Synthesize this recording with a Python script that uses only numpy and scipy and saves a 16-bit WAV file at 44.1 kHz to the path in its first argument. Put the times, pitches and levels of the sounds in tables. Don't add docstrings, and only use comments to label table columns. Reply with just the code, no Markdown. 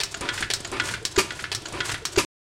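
import sys
import numpy as np
from scipy import signal
from scipy.fft import rfft, irfft
from scipy.io import wavfile
from scipy.ndimage import uniform_filter1d

SR = 44100
rng = np.random.default_rng(int(sys.argv[2]) if len(sys.argv) > 2 else 0)


def dump(signal):
    limited = np.clip(np.atleast_2d(signal).T, -1, 1)
    pcm = np.round(limited * 32767).astype(np.int16)
    wavfile.write(sys.argv[1], SR, pcm)


N = 105884
T = np.arange(N) / SR
STRIKE_RISE_S = .00015

# (time [s], level [dB])
TAPPET_TIMES = [(.1425, -27), (.6475, -26.5), (1.1616, -26), (1.6552, -28.5), (2.1598, -25.5)]
# (time [s], level [dB])
KNOCK_TIMES = [(.2890, -17), (.7988, -15.5), (1.3062, -25), (1.8045, -18)]
# (time [s], level [dB])
FIRING_TIMES = [(1.175, -0.5), (2.1725, -1)]
# (frequency [Hz], level [dB], time to fall by 60 dB [s])
IRON_MODES = [(1023, -17, .2), (1345, -7, .15), (1448, -1, .16), (1735, -5, .2), (1970, -5, .15),
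              (2172, -9, .2), (2640, -12, .12), (3042, -13, .15), (3283, 0, .08), (3345, -6, .07),
              (3570, -8, .07), (4177, -11, .07)]
# (frequency [Hz], width [Hz], level [dB])
FRAME_PEAKS = [(385, 40, 2), (572, 18, 6), (713, 22, 5), (990, 35, 4), (1448, 30, 3), (1740, 35, 2)]
# (frequency [Hz], level per Hz [dB])
TICK_SPECTRUM = [(300, 15), (2000, -2.5), (5000, 2), (7500, 3), (9300, 4), (12000, -12), (16000, -30.5)]


def undb(db):
    return 10 ** (np.asarray(db) / 20)


def fade(t60):
    return np.exp(-np.log(1000) * T / max(t60, 1e-4))


def noise(tone, peaks=()):
    f = np.maximum(np.arange(N // 2 + 1) * SR / N, 1)
    hz, db = np.array(tone).T
    gain = undb(np.interp(np.log(f), np.log(hz), db))
    resonances = sum(undb(level) ** 2 / (1 + (2 * (f - centre) / width) ** 2) for centre, width, level in peaks)
    gain = gain * np.sqrt(1 + resonances)
    x = irfft(rfft(rng.standard_normal(N)) * gain, N)
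    return x / x.std()


def walk(rate):
    hold = int(SR / rate)
    steps = rng.standard_normal(N)[np.arange(N) // hold]
    x = uniform_filter1d(steps, hold)
    return x / x.std()


def play(events, shape):
    out = np.zeros(N)
    for time, level in events:
        i = max(int(time * SR), 0)
        out[i:] += undb(level) * shape[:N - i]
    return out


def stroke(attack_s, hold_s, release_t60):
    rise = np.sin(np.pi / 2 * np.minimum(T / attack_s, 1)) ** 2
    return rise * np.exp(-np.log(1000) * np.maximum(T - attack_s - hold_s, 0) / release_t60)


def ring(modes):
    rise_s = 0.00095
    x = sum(undb(db) * fade(t60) * np.sin(2 * np.pi * (hz * T + rng.random())) for hz, db, t60 in modes)
    rise = np.sin(np.pi / 2 * np.minimum(T / rise_s, 1)) ** 2
    power = sum(undb(db) ** 2 for _, db, _ in modes) / 2
    return rise * x / np.sqrt(power)


def contact(crack_t60, tail_db, tail_t60, bounce_s, bounce_db):
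    crack = stroke(STRIKE_RISE_S, 0, crack_t60)
    rebound = play([(bounce_s, bounce_db)], crack)
    tail = undb(tail_db) * stroke(STRIKE_RISE_S, 0, tail_t60)
    return np.sqrt(crack ** 2 + rebound ** 2 + tail ** 2)


def strike(events, tone, envelope, modes, ring_db, alike=0.31):
    body = np.sqrt(alike) * envelope * noise(tone) + undb(ring_db) * ring(modes)
    chatter = undb(1 * walk(300))
    rattle = np.sqrt(1 - alike) * play(events, envelope) * noise(tone) * chatter
    return play(events, body) + rattle


def pipe(gas):
    # (frequency [Hz], width [Hz], relative level [dB])
    pipe_peaks = [(325, 30, -6), (380, 40, -3), (572, 20, 2), (713, 25, -2), (960, 30, -3), (996, 35, 1),
                  (1040, 25, -4), (1202, 35, 1), (1776, 40, -5), (2246, 45, -4), (2300, 50, -7),
                  (2440, 35, -4), (2572, 40, -4), (3746, 25, -4), (4590, 28, 0), (4780, 35, -4)]
    response = np.zeros(N)
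    for hz, width, db in pipe_peaks:
        decay = np.exp(-np.pi * width * T)
        response += undb(db) * 2 * np.pi * width / SR * decay * np.cos(2 * np.pi * hz * T)
    return gas + undb(6) * signal.fftconvolve(gas, response)[:N]


def gears():
    # (frequency [Hz], level per Hz [dB])
    run_spectrum = [(25, -9.5), (60, 3.5), (110, 4), (190, -16.5), (340, 4.5), (520, -6.5), (800, -6.5),
                    (1500, -10), (1900, -13.5), (3300, -8.5), (8600, -18), (13000, -34.5), (16000, -46)]
    level_db, swell_depth_db = -44, 3.5
    cycle_s, loudest_s = 0.496, 0.24
    swell_db = swell_depth_db * np.cos(2 * np.pi * (T - loudest_s) / cycle_s)
    return noise(run_spectrum, FRAME_PEAKS) * undb(level_db + swell_db + 1.6 * walk(90))


def cart():
    cart_hz = 105
    spectrum = [(25, -13), (60, -7), (cart_hz, 0), (140, -2), (190, -16), (600, -50), (2000, -90)]
    bed = noise(spectrum, [(cart_hz, 14, 5)])
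    shake = play(KNOCK_TIMES, stroke(attack_s=0.0063, hold_s=0.17, release_t60=.2))
    kick_shape = stroke(attack_s=.02, hold_s=0.011, release_t60=.13)
    kick = play(KNOCK_TIMES, kick_shape * np.sin(2 * np.pi * cart_hz * T))
    return bed * (undb(-47) + undb(-31) * shake) + undb(-21.5) * kick


def governor_latch():
    # (time [s], level [dB])
    latch_times = [(.0018, -23.5), (.5018, -22), (1.5168, -25.5)]
    # (frequency [Hz], level per Hz [dB])
    latch_spectrum = [(100, -16.5), (700, 1), (1200, -2), (2600, 5), (4700, 5.5), (6500, -4.5), (9500, -5),
                      (12000, -22.5), (16000, -24.5)]
    # (frequency [Hz], level [dB], time to fall by 60 dB [s])
    latch_modes = [(400, -4, .07), (1745, -3, .12), (2590, -6, .08), (3090, -5, .08), (3350, -5, .07),
                   (4470, 0, .06), (4720, -3, .05)]
    blow = contact(crack_t60=0.028, tail_db=-1, tail_t60=0.13, bounce_s=0.01, bounce_db=2)
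    return strike(latch_times, latch_spectrum, blow, latch_modes, ring_db=-0.5)


def magneto():
    # (time [s], level [dB])
    snap_times = [(.0343, -16.5), (.5365, -14), (1.0517, -15.5), (1.5488, -18.5), (2.0528, -16)]
    # (frequency [Hz], level per Hz [dB])
    snap_spectrum = [(100, -4), (700, -16), (1500, -1.5), (2800, -4.5), (4800, 1), (8300, -5), (11500, -18),
                     (16000, -27)]
    # (frequency [Hz], level [dB], time to fall by 60 dB [s])
    magneto_modes = [(3970, -1, .06), (4360, -3, .06), (5180, -3, .08), (5550, -3, .1), (7950, 0, .03),
                     (8350, -1, .03)]
    blow = contact(crack_t60=0.0098, tail_db=-9, tail_t60=0.12, bounce_s=0.001, bounce_db=-7)
    snap = strike(snap_times, snap_spectrum, blow, magneto_modes, ring_db=-6)
    burst = play(snap_times, stroke(STRIKE_RISE_S, hold_s=.001, release_t60=0.015))
    bright = noise([(2000, -11), (8200, 3), (11000, -9), (16000, -11.5)])
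    return snap + undb(-12.5) * burst * bright


def push_rod():
    # (time [s], level [dB])
    slide_times = [(.105, -39.5), (1.105, -40.5), (2.115, -38.5)]
    slide = play(slide_times, stroke(attack_s=.014, hold_s=0.0091, release_t60=0.023))
    hiss = noise([(300, -11), (2500, -7.5), (4500, -3.5), (7500, 0.5), (10500, -9.5), (15000, -28.5)])
    drag = undb(-38) * play(TAPPET_TIMES, stroke(attack_s=.008, hold_s=.04, release_t60=.12))
    scrape = noise([(150, -8), (400, 0.5), (800, -2), (1800, -6), (4000, -19.5), (12000, -35)], FRAME_PEAKS)
    return slide * hiss + drag * scrape


def tappet():
    # (frequency [Hz], level per Hz [dB])
    tappet_spectrum = [(100, -11.5), (500, -6.5), (1600, 6.5), (2400, 0), (4500, 3.5), (6000, -6),
                       (7300, 4), (8500, -17.5), (11000, -26.5), (15000, -38.5)]
    # (frequency [Hz], level [dB], time to fall by 60 dB [s])
    rod_modes = [(667, -6, 0.24), (1390, -3, 0.13), (1643, 3.5, 0.027), (4430, -16, 0.053),
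                 (6740, 4.5, 0.07), (6760, -7, .025)]
    blow = contact(crack_t60=0.021, tail_db=-8, tail_t60=0.15, bounce_s=0.0037, bounce_db=4.5)
    return strike(TAPPET_TIMES, tappet_spectrum, blow, rod_modes, ring_db=-3.5, alike=.3)


def light_ticks():
    # (time [s], level [dB])
    tick_times = [(.1715, -33), (.2092, -25), (.406, -26), (.426, -34), (.604, -30), (.674, -33.5),
                  (.716, -29.5), (.821, -37), (.893, -46), (1.027, -41.5), (1.3215, -36.5), (1.423, -34.5),
                  (1.62, -38), (1.6845, -32), (1.7243, -30.5), (1.898, -45)]
    blow = contact(crack_t60=0.031, tail_db=-13, tail_t60=0.11, bounce_s=0.0033, bounce_db=-6)
    return play(tick_times, blow) * noise(TICK_SPECTRUM)


def chuffs():
    # (time [s], level [dB])
    chuff_times = [(.203, -35), (.714, -34), (1.724, -36)]
    # (frequency [Hz], level per Hz [dB])
    chuff_spectrum = [(80, -1.5), (180, -5.5), (330, 8), (600, -3), (1300, -1), (2600, -3.5), (4500, -11.5),
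                      (6500, -22), (9000, -15.5), (15000, -51)]
    flow = play(chuff_times, stroke(attack_s=0.018, hold_s=0.018, release_t60=0.45))
    return pipe(flow * noise(chuff_spectrum))


def linkage():
    # (time [s], level [dB])
    clack_times = [(.2549, -32.5), (.278, -35), (.3765, -26), (.4248, -23), (.765, -32), (.8885, -28),
                   (.9388, -25.5), (1.3925, -32.5), (1.4408, -27.5), (1.772, -38.5), (1.893, -25.5),
                   (1.9425, -26.5)]
    # (frequency [Hz], level per Hz [dB])
    clack_spectrum = [(30, -25), (110, -10), (700, -17.5), (1500, 6), (2200, 1), (4500, -5.5),
                      (6500, -14.5), (10000, -30), (15000, -44)]
    blow = contact(crack_t60=0.018, tail_db=-2, tail_t60=0.14, bounce_s=0.0061, bounce_db=-3.5)
    return strike(clack_times, clack_spectrum, blow, IRON_MODES, ring_db=-7.5)


def valve_knock():
    # (frequency [Hz], level per Hz [dB])
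    knock_spectrum = [(30, -20), (100, -11), (700, -25.5), (1500, 10.5), (2400, 3.5), (3400, 7.5),
                      (5000, -4), (9000, -13), (12000, -62), (16000, -60)]
    blow = contact(crack_t60=.011, tail_db=-5.5, tail_t60=0.078, bounce_s=.0035, bounce_db=0.5)
    return strike(KNOCK_TIMES, knock_spectrum, blow, IRON_MODES, ring_db=-7.5, alike=0.76)


def intake():
    # (time [s], level [dB])
    intake_times = [(.315, -36), (.822, -33.5), (1.335, -42.5), (1.828, -33)]
    # (frequency [Hz], level per Hz [dB])
    intake_spectrum = [(100, -31), (350, -0.5), (600, -4.5), (1000, 0), (1450, -1.5), (2300, -3.5),
                       (4000, -3), (5800, -4), (8700, -4.5), (11500, -17.5), (16000, -30.5)]
    flow = play(intake_times, stroke(attack_s=0.03, hold_s=0.064, release_t60=0.14))
    late = play([(.085, 0)], stroke(attack_s=0.013, hold_s=0.018, release_t60=0.17))
    closing = undb(-4.5) * play(intake_times, late) * noise(TICK_SPECTRUM)
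    return (flow * noise(intake_spectrum) + closing) * undb(2.3 * walk(130))


def trip_gear_groan():
    # (time [s], level [dB])
    groan_times = [(1.012, -39), (2.012, -40)]
    groan_hz = 452
    envelope = stroke(attack_s=.01, hold_s=0.015, release_t60=0.037)
    return play(groan_times, envelope * np.sin(2 * np.pi * groan_hz * T))


def firing():
    # (frequency [Hz], level per Hz [dB])
    blast_spectrum = [(60, -13), (240, -1), (400, 2), (560, -5), (800, -2), (1300, 0), (2000, -1),
                      (2900, 1), (3900, -7.5), (4600, -2.5), (6200, -2.5), (8500, -11), (12000, -14.5),
                      (16000, -38.5)]
    # (frequency [Hz], level per Hz [dB])
    afterflow_spectrum = [(60, -11), (180, 6.5), (350, -6), (700, -17.5), (2000, 0), (5000, 1.5), (9000, 1),
                          (15000, -28)]
    leak = undb(-27.5) * stroke(attack_s=0.0048, hold_s=.004, release_t60=.02)
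    burst = play([(.006, 0.0049)], stroke(attack_s=.008, hold_s=0.0055, release_t60=0.1))
    blast = leak + undb(-18.5) * burst
    afterflow = undb(-29) * stroke(attack_s=0.012, hold_s=0.023, release_t60=0.2)
    blast_gas = play(FIRING_TIMES, blast) * noise(blast_spectrum)
    late_gas = play(FIRING_TIMES, afterflow) * noise(afterflow_spectrum)
    return pipe(blast_gas + late_gas)


def silencer_boom():
    boom_hz, boom_db, peak_s, width_s = 380, -9, .0075, 0.0037
    thump_hz, thump_db = 68, -20.5
    swell = np.exp(-((T - peak_s) / width_s) ** 2 / 2)
    swell = swell + undb(-16.5) * stroke(attack_s=0.024, hold_s=.006, release_t60=.1)
    boom = -undb(boom_db) * swell * np.sin(2 * np.pi * boom_hz * T)
    thump_shape = stroke(attack_s=.003, hold_s=0.0058, release_t60=0.012)
    thump = -undb(thump_db) * thump_shape * np.sin(2 * np.pi * thump_hz * T)
    return play(FIRING_TIMES, boom + thump)


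def yard(x):
    level_db, t60_s, delay_s = -16, 0.55, .012
    echoes = fade(t60_s) * noise([(100, 9), (2500, 3), (7000, -1.5), (15000, -3.5)])
    tail = play([(delay_s, 0)], echoes)
    return undb(level_db) * signal.fftconvolve(x, tail / np.linalg.norm(tail))[:N]


def scene():
    metal = governor_latch() + magneto() + tappet() + light_ticks() + linkage() + valve_knock()
    rubbing = push_rod() + trip_gear_groan()
    gas = chuffs() + intake() + firing()
    engine = metal + rubbing + gas
    return (engine + yard(engine) + silencer_boom() + gears() + cart())[None]


def record(dry):
    stop_s, top_hz = 2.2495, 15800
    low_pass = signal.ellip(10, .2, 80, top_hz, fs=SR, output="sos")
    return signal.sosfilt(low_pass, dry * (T < stop_s))


dry = scene()
out = record(dry)
dump(out)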